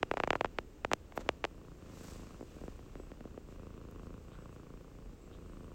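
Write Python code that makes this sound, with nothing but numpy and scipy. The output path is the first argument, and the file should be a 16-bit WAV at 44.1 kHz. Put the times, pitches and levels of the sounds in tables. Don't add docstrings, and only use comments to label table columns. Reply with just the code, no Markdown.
import sys
import numpy as np
from scipy import signal
from scipy.fft import rfft, irfft
from scipy.io import wavfile
from scipy.ndimage import uniform_filter1d

SR = 44100
rng = np.random.default_rng(int(sys.argv[2]) if len(sys.argv) > 2 else 0)


def dump_mix(stems):
    frames = np.atleast_2d(stems).T
    limited = np.clip(frames, -1, 1)
    pcm = np.round(limited * 32767).astype(np.int16)
    wavfile.write(sys.argv[1], SR, pcm)


N = 253134
TIME = np.arange(N) / SR
TURN_DB = -9.5

# first_pulse_s, last_pulse_s, glide_hz, start_effort_db, end_effort_db, airflow_db, direction (in/out)
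BREATHS = [ (0.009, 0.643, -0.6, -14, -16, 2.5, "out"), (0.679, 1.158, 0.3, -32, -19, -6, "in"),
           (1.194, 1.751, 1.24, -17, 0, -2.5, "out"), (1.786, 2.381, -0.19, 1.5, -1, 0, "in"),
           (2.447, 3.412, 0.26, -8, -3.5, 2, "out"), (3.45, 4.214, -.1, -.5, 0.5, -3, "in"),
           (4.248, 5.166, -1.03, 2.5, -6.5, -1.5, "out"), (5.202, 5.753, .1, -4, 0.5, -2, "in")]


def purr(snap_db=-1.5, jitter_s=0.00014, uneven_db=1.0, timbre_spread_db=1.6):
    # freq_hz, gain_db
    throat_eq = [(20, -21), (45, 1.5), (90, -0.5), (180, -1.5), (300, -6.5), (500, -9.5), (630, -17.5),
                 (870, -25.5), (1080, -14.5), (1450, -22.5), (1850, -41), (2750, -34), (3800, -45),
                 (9000, -78)]
    snaps, openings = np.zeros(N), np.zeros(N)
    for first, last, glide_hz, start_db, end_db, _, direction in BREATHS:
        lead_s, closing_db = (0.0112, -4) if direction == "in" else (0.00737, -12)
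        for s in pulse_times(first, last, glide_hz, direction):
            effort_db = np.interp(s, [first, last], [start_db, end_db]) + turn_dip(s, first, last)
            open_slip, close_slip, open_force, close_force = rng.standard_normal(4)
            open_s = s + jitter_s * open_slip
            close_s = open_s - lead_s + 2 * jitter_s * close_slip
            tone = [(hz, db + timbre_spread_db * min(hz / 500, 1) * rng.standard_normal())
                    for hz, db in throat_eq]
            gain = -amp(snap_db + effort_db + uneven_db * open_force)
            closing = amp(closing_db + uneven_db * close_force) * ring(tone, 900, steepness=0.5)
            add(snaps, close_s, gain * closing)
            add(snaps, open_s, gain * ring(tone))
            add(openings, open_s, amp([effort_db]))
    return snaps + nose_air(openings)


def pulse_times(first, last, glide_hz, direction):
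    nominal_hz = 27.2 if direction == "in" else 28.7
    cycles = round((last - first) * nominal_hz)
    periods = 1 / (nominal_hz + glide_hz * np.linspace(-0.5, 0.5, cycles))
    return first + (last - first) * np.append(0, np.cumsum(periods)) / periods.sum()


def turn_dip(t, first, last, attack_s=0.03, release_s=0.0091):
    attack = np.exp(-np.maximum(t - first, 0) / attack_s)
    release = np.exp(-np.maximum(last - t, 0) / release_s)
    return TURN_DB * (attack + release)


def nose_air(openings, base_db=-63, puff_decay_s=0.0042):
    # freq_hz, gain_db
    nose_eq = [(30, -20), (120, -4.5), (250, -3), (500, 0.5), (620, -14), (880, -19), (1150, -12),
               (1500, -17), (2150, -22), (2550, -15), (2820, -14.5), (3150, -23.5), (7800, -36),
               (9500, -48)]
    flow_db = np.full(N, TURN_DB)
    for first, last, *_, airflow_db, direction in BREATHS:
        sag_db_per_s = -2 if direction == "in" else -8.5
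        stroke_db = airflow_db + sag_db_per_s * (TIME - first) + turn_dip(TIME, first, last)
        flow_db = np.where(TIME >= first, stroke_db, flow_db)
    puffs = signal.lfilter([1], [1, -np.exp(-1 / (puff_decay_s * SR))], openings)
    return amp(base_db + flow_db) * (1 + puffs) * noise(nose_eq)


def whistles():
    # middle_s, half_length_s, pitch_hz, half_width_hz, level_db
    sniffs = [(3.026, 0.042, 7800, 120, -75.5), (4.338, 0.021, 3230, 600, -69),
              (4.367, 0.063, 1324, 280, -67), (4.38, 0.13, 7830, 150, -80.5),
              (5.238, 0.027, 7640, 110, -76), (5.342, .018, 3460, 450, -70.5),
              (5.555, 0.14, 8200, 260, -81)]
    out = np.zeros(N)
    for middle, half, pitch_hz, half_width_hz, db in sniffs:
        low_pass = signal.butter(2, half_width_hz, fs=SR, output="sos")
        waver = signal.sosfilt(low_pass, rng.standard_normal(N))
        out += amp(db) * swell(middle, half) * unit(waver * np.cos(2 * np.pi * pitch_hz * TIME))
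    return out


def ticks(timbre_spread_db=1.2, fuzz_db=-47.5, fuzz_growth=0.58, fuzz_delay_s=0.0014):
    # start_s, strength_db, brightness_hz
    taps = [ (0.0295, 13.5, 2640), (0.113, 12.5, 2030), (0.1382, 8, 990), (0.1708, 10, 1460),
            (0.178, -1, 1520), (0.2007, 11.5, 2140), (0.236, 13, 2230), (0.2445, -10, 3870),
            (0.2744, 11, 1220), (0.3052, 15.5, 2900), (0.3306, 12, 1710), (0.354, 12, 1340),
            (0.4094, 12, 2290), (0.4458, 14, 1360), (0.4569, -1, 2920), (0.586, 9, 2940),
            (0.8477, 11.5, 2460), (0.915, 11, 1510), (0.9234, -6, 3480), (0.9338, 13.5, 13900),
            (1.122, -14.5, 3100), (1.1754, 10, 1320), (1.2902, 13.5, 4100), (1.4412, 10, 2800),
            (1.4502, 5.5, 5540)]
    # freq_hz, gain_db
    casing_eq = [(20, -19), (100, -10), (200, -9.5), (400, -1.5), (700, -1.5), (1400, -7.5), (2800, -9),
                 (4200, -18), (7500, -19), (9200, -31), (11000, -38.5), (14500, -32)]
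    hits, fuzz_envelope = np.zeros(N), np.zeros(N)
    for s, db, corner_hz in taps:
        spot_eq = [(hz, gain_db + timbre_spread_db * rng.standard_normal()) for hz, gain_db in casing_eq]
        add(hits, s, amp(db) * ring(spot_eq, corner_hz, steepness=2.25))
        fuzz_envelope += amp(fuzz_db + fuzz_growth * db) * swell(s + fuzz_delay_s, 0.0019)
    return hits + fuzz_envelope * noise(casing_eq, tilt_db_per_octave=-1)


def bumps():
    # start_s, strength_db, brightness_hz
    touches = [(1.1897, -3.5, 910), (1.2616, -8.5, 1400), (2.393, -9.5, 700), (2.409, -1.5, 1030),
               (2.4264, -3.5, 820), (2.5645, -8, 825), (2.613, -6.5, 942), (2.637, -2, 940),
               (2.6798, -0.5, 1140), (2.7917, -8.5, 1400), (2.9541, -4, 1690), (2.9976, -3.5, 970),
               (3.1169, -6, 1860), (3.2072, -6.5, 1700), (3.253, -2, 835), (3.376, -1, 1040)]
    # freq_hz, gain_db
    touch_eq = [(30, -15), (130, -3), (260, 5), (500, 0.5), (850, -11.5), (1400, -13), (2600, -14.5),
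                (5000, -16.5)]
    out = np.zeros(N)
    for s, db, corner_hz in touches:
        add(out, s, -amp(db) * ring(touch_eq, corner_hz))
    return out


def bedding(grain_db=2):
    # middle_s, half_length_s, level_db, tilt_db_per_octave
    strokes = [ (0.209, 0.0025, -45, -4.5), (0.361, 0.0047, -49, -2.5), (1.167, 0.011, -52, -3.5),
               (1.169, 0.0075, -55.5, 12.5), (1.208, 0.0084, -48.5, -2), (1.25, 0.062, -60, -2.5),
               (2.074, 0.098, -59.5, 3.5), (2.15, 0.25, -64, 1), (2.612, 0.14, -69, 3),
               (2.954, 0.19, -74, 1), (3.52, 0.033, -71, 2), (3.75, 0.021, -67, -3),
               (3.912, 0.00091, -53, 18.5), (4.05, 0.022, -73, 2), (4.235, 0.023, -76, 3),
               (4.538, 0.017, -73, 7), (4.825, 0.02, -80, 11)]
    # freq_hz, gain_db
    cloth_eq = [(100, -3.5), (500, 13), (1500, 5.5), (3000, -1), (4200, -1.5), (5700, -1.5), (7800, -2),
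                (9200, -13), (11000, -18), (14000, -14.5), (16000, -17.5)]
    flicker = unit(uniform_filter1d(rng.standard_normal(N), size=90))
    grain = unit(amp(grain_db * flicker))
    return grain * sum(amp(db) * swell(middle, half) * noise(cloth_eq, tilt)
                       for middle, half, db, tilt in strokes)


def hand_rumble(rest_db=-55.5):
    # middle_s, half_length_s, level_db
    shifts = [(0.26, 0.08, -51.5), (1.25, .05, -50), (2.17, 0.087, -54), (2.675, 0.099, -50.5),
              (4.25, 0.25, -57), (5.027, 0.051, -48)]
    # freq_hz, gain_db
    rumble_eq = [(14, -21), (25, -4.5), (40, 7.5), (58, 0), (80, -2), (130, -18), (250, -16), (600, -74)]
    shift_power = sum((amp(db) * swell(middle, half)) ** 2 for middle, half, db in shifts)
    return np.sqrt(amp(rest_db) ** 2 + shift_power) * noise(rumble_eq)


def room_tone(level_db=-56.5):
    # freq_hz, gain_db
    room_eq = [(60, 2.5), (160, -1.5), (310, -0.5), (470, -5.5), (620, -12), (1100, -19.5), (2000, -24),
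               (4200, -30), (7600, -28.5), (9200, -36.5), (10800, -45.5), (13000, -38), (15500, -34.5)]
    return amp(level_db) * noise(room_eq)


def amp(db):
    return 10 ** (np.asarray(db) / 20)


def unit(x):
    return x / np.sqrt(np.mean(x ** 2) + 1e-20)


def eq_gain(eq, hz):
    freq_hz, gain_db = np.transpose(eq)
    return amp(np.interp(np.log(hz + 1), np.log(freq_hz + 1), gain_db))


def noise(eq, tilt_db_per_octave=0):
    hz = np.fft.rfftfreq(N, 1 / SR)
    tilt = amp(tilt_db_per_octave * np.log2(hz + 1))
    return unit(irfft(rfft(rng.standard_normal(N)) * eq_gain(eq, hz) * tilt, N))


def ring(eq, corner_hz=SR, steepness=2.23, size=2048):
    hz = abs(np.fft.fftfreq(size, 1 / SR))
    rolloff = np.sqrt(1 + (hz / corner_hz) ** (2 * steepness))
    log_gain = np.log(eq_gain(eq, hz) / rolloff + 1e-5)
    minimum_phase = np.exp(np.conj(signal.hilbert(log_gain)))
    return np.fft.ifft(minimum_phase).real[:size // 2]


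def swell(middle_s, half_length_s):
    return np.exp(-0.5 * ((TIME - middle_s) / half_length_s) ** 2)


def add(mix, start_s, sound):
    part = mix[max(round(start_s * SR), 0):][:len(sound)]
    part += sound[:len(part)]


def scene():
    return (purr() + whistles() + ticks() + bumps() + bedding() + hand_rumble() + room_tone())[None]


def record(dry, turns=1.156, knee_hz=30, cutoff_hz=16000):
    hz = np.fft.rfftfreq(2 * N, 1 / SR)
    phase_lag = 2 * np.pi * turns * np.log(1 + hz / knee_hz)
    chirped = irfft(rfft(dry, 2 * N) * np.exp(-1j * phase_lag))[:, :N]
    low_pass = signal.firwin(511, cutoff_hz, window=("kaiser", 9), fs=SR)
    return signal.oaconvolve(chirped, low_pass[None], "same")


dry = scene()
out = record(dry)
dump_mix(out)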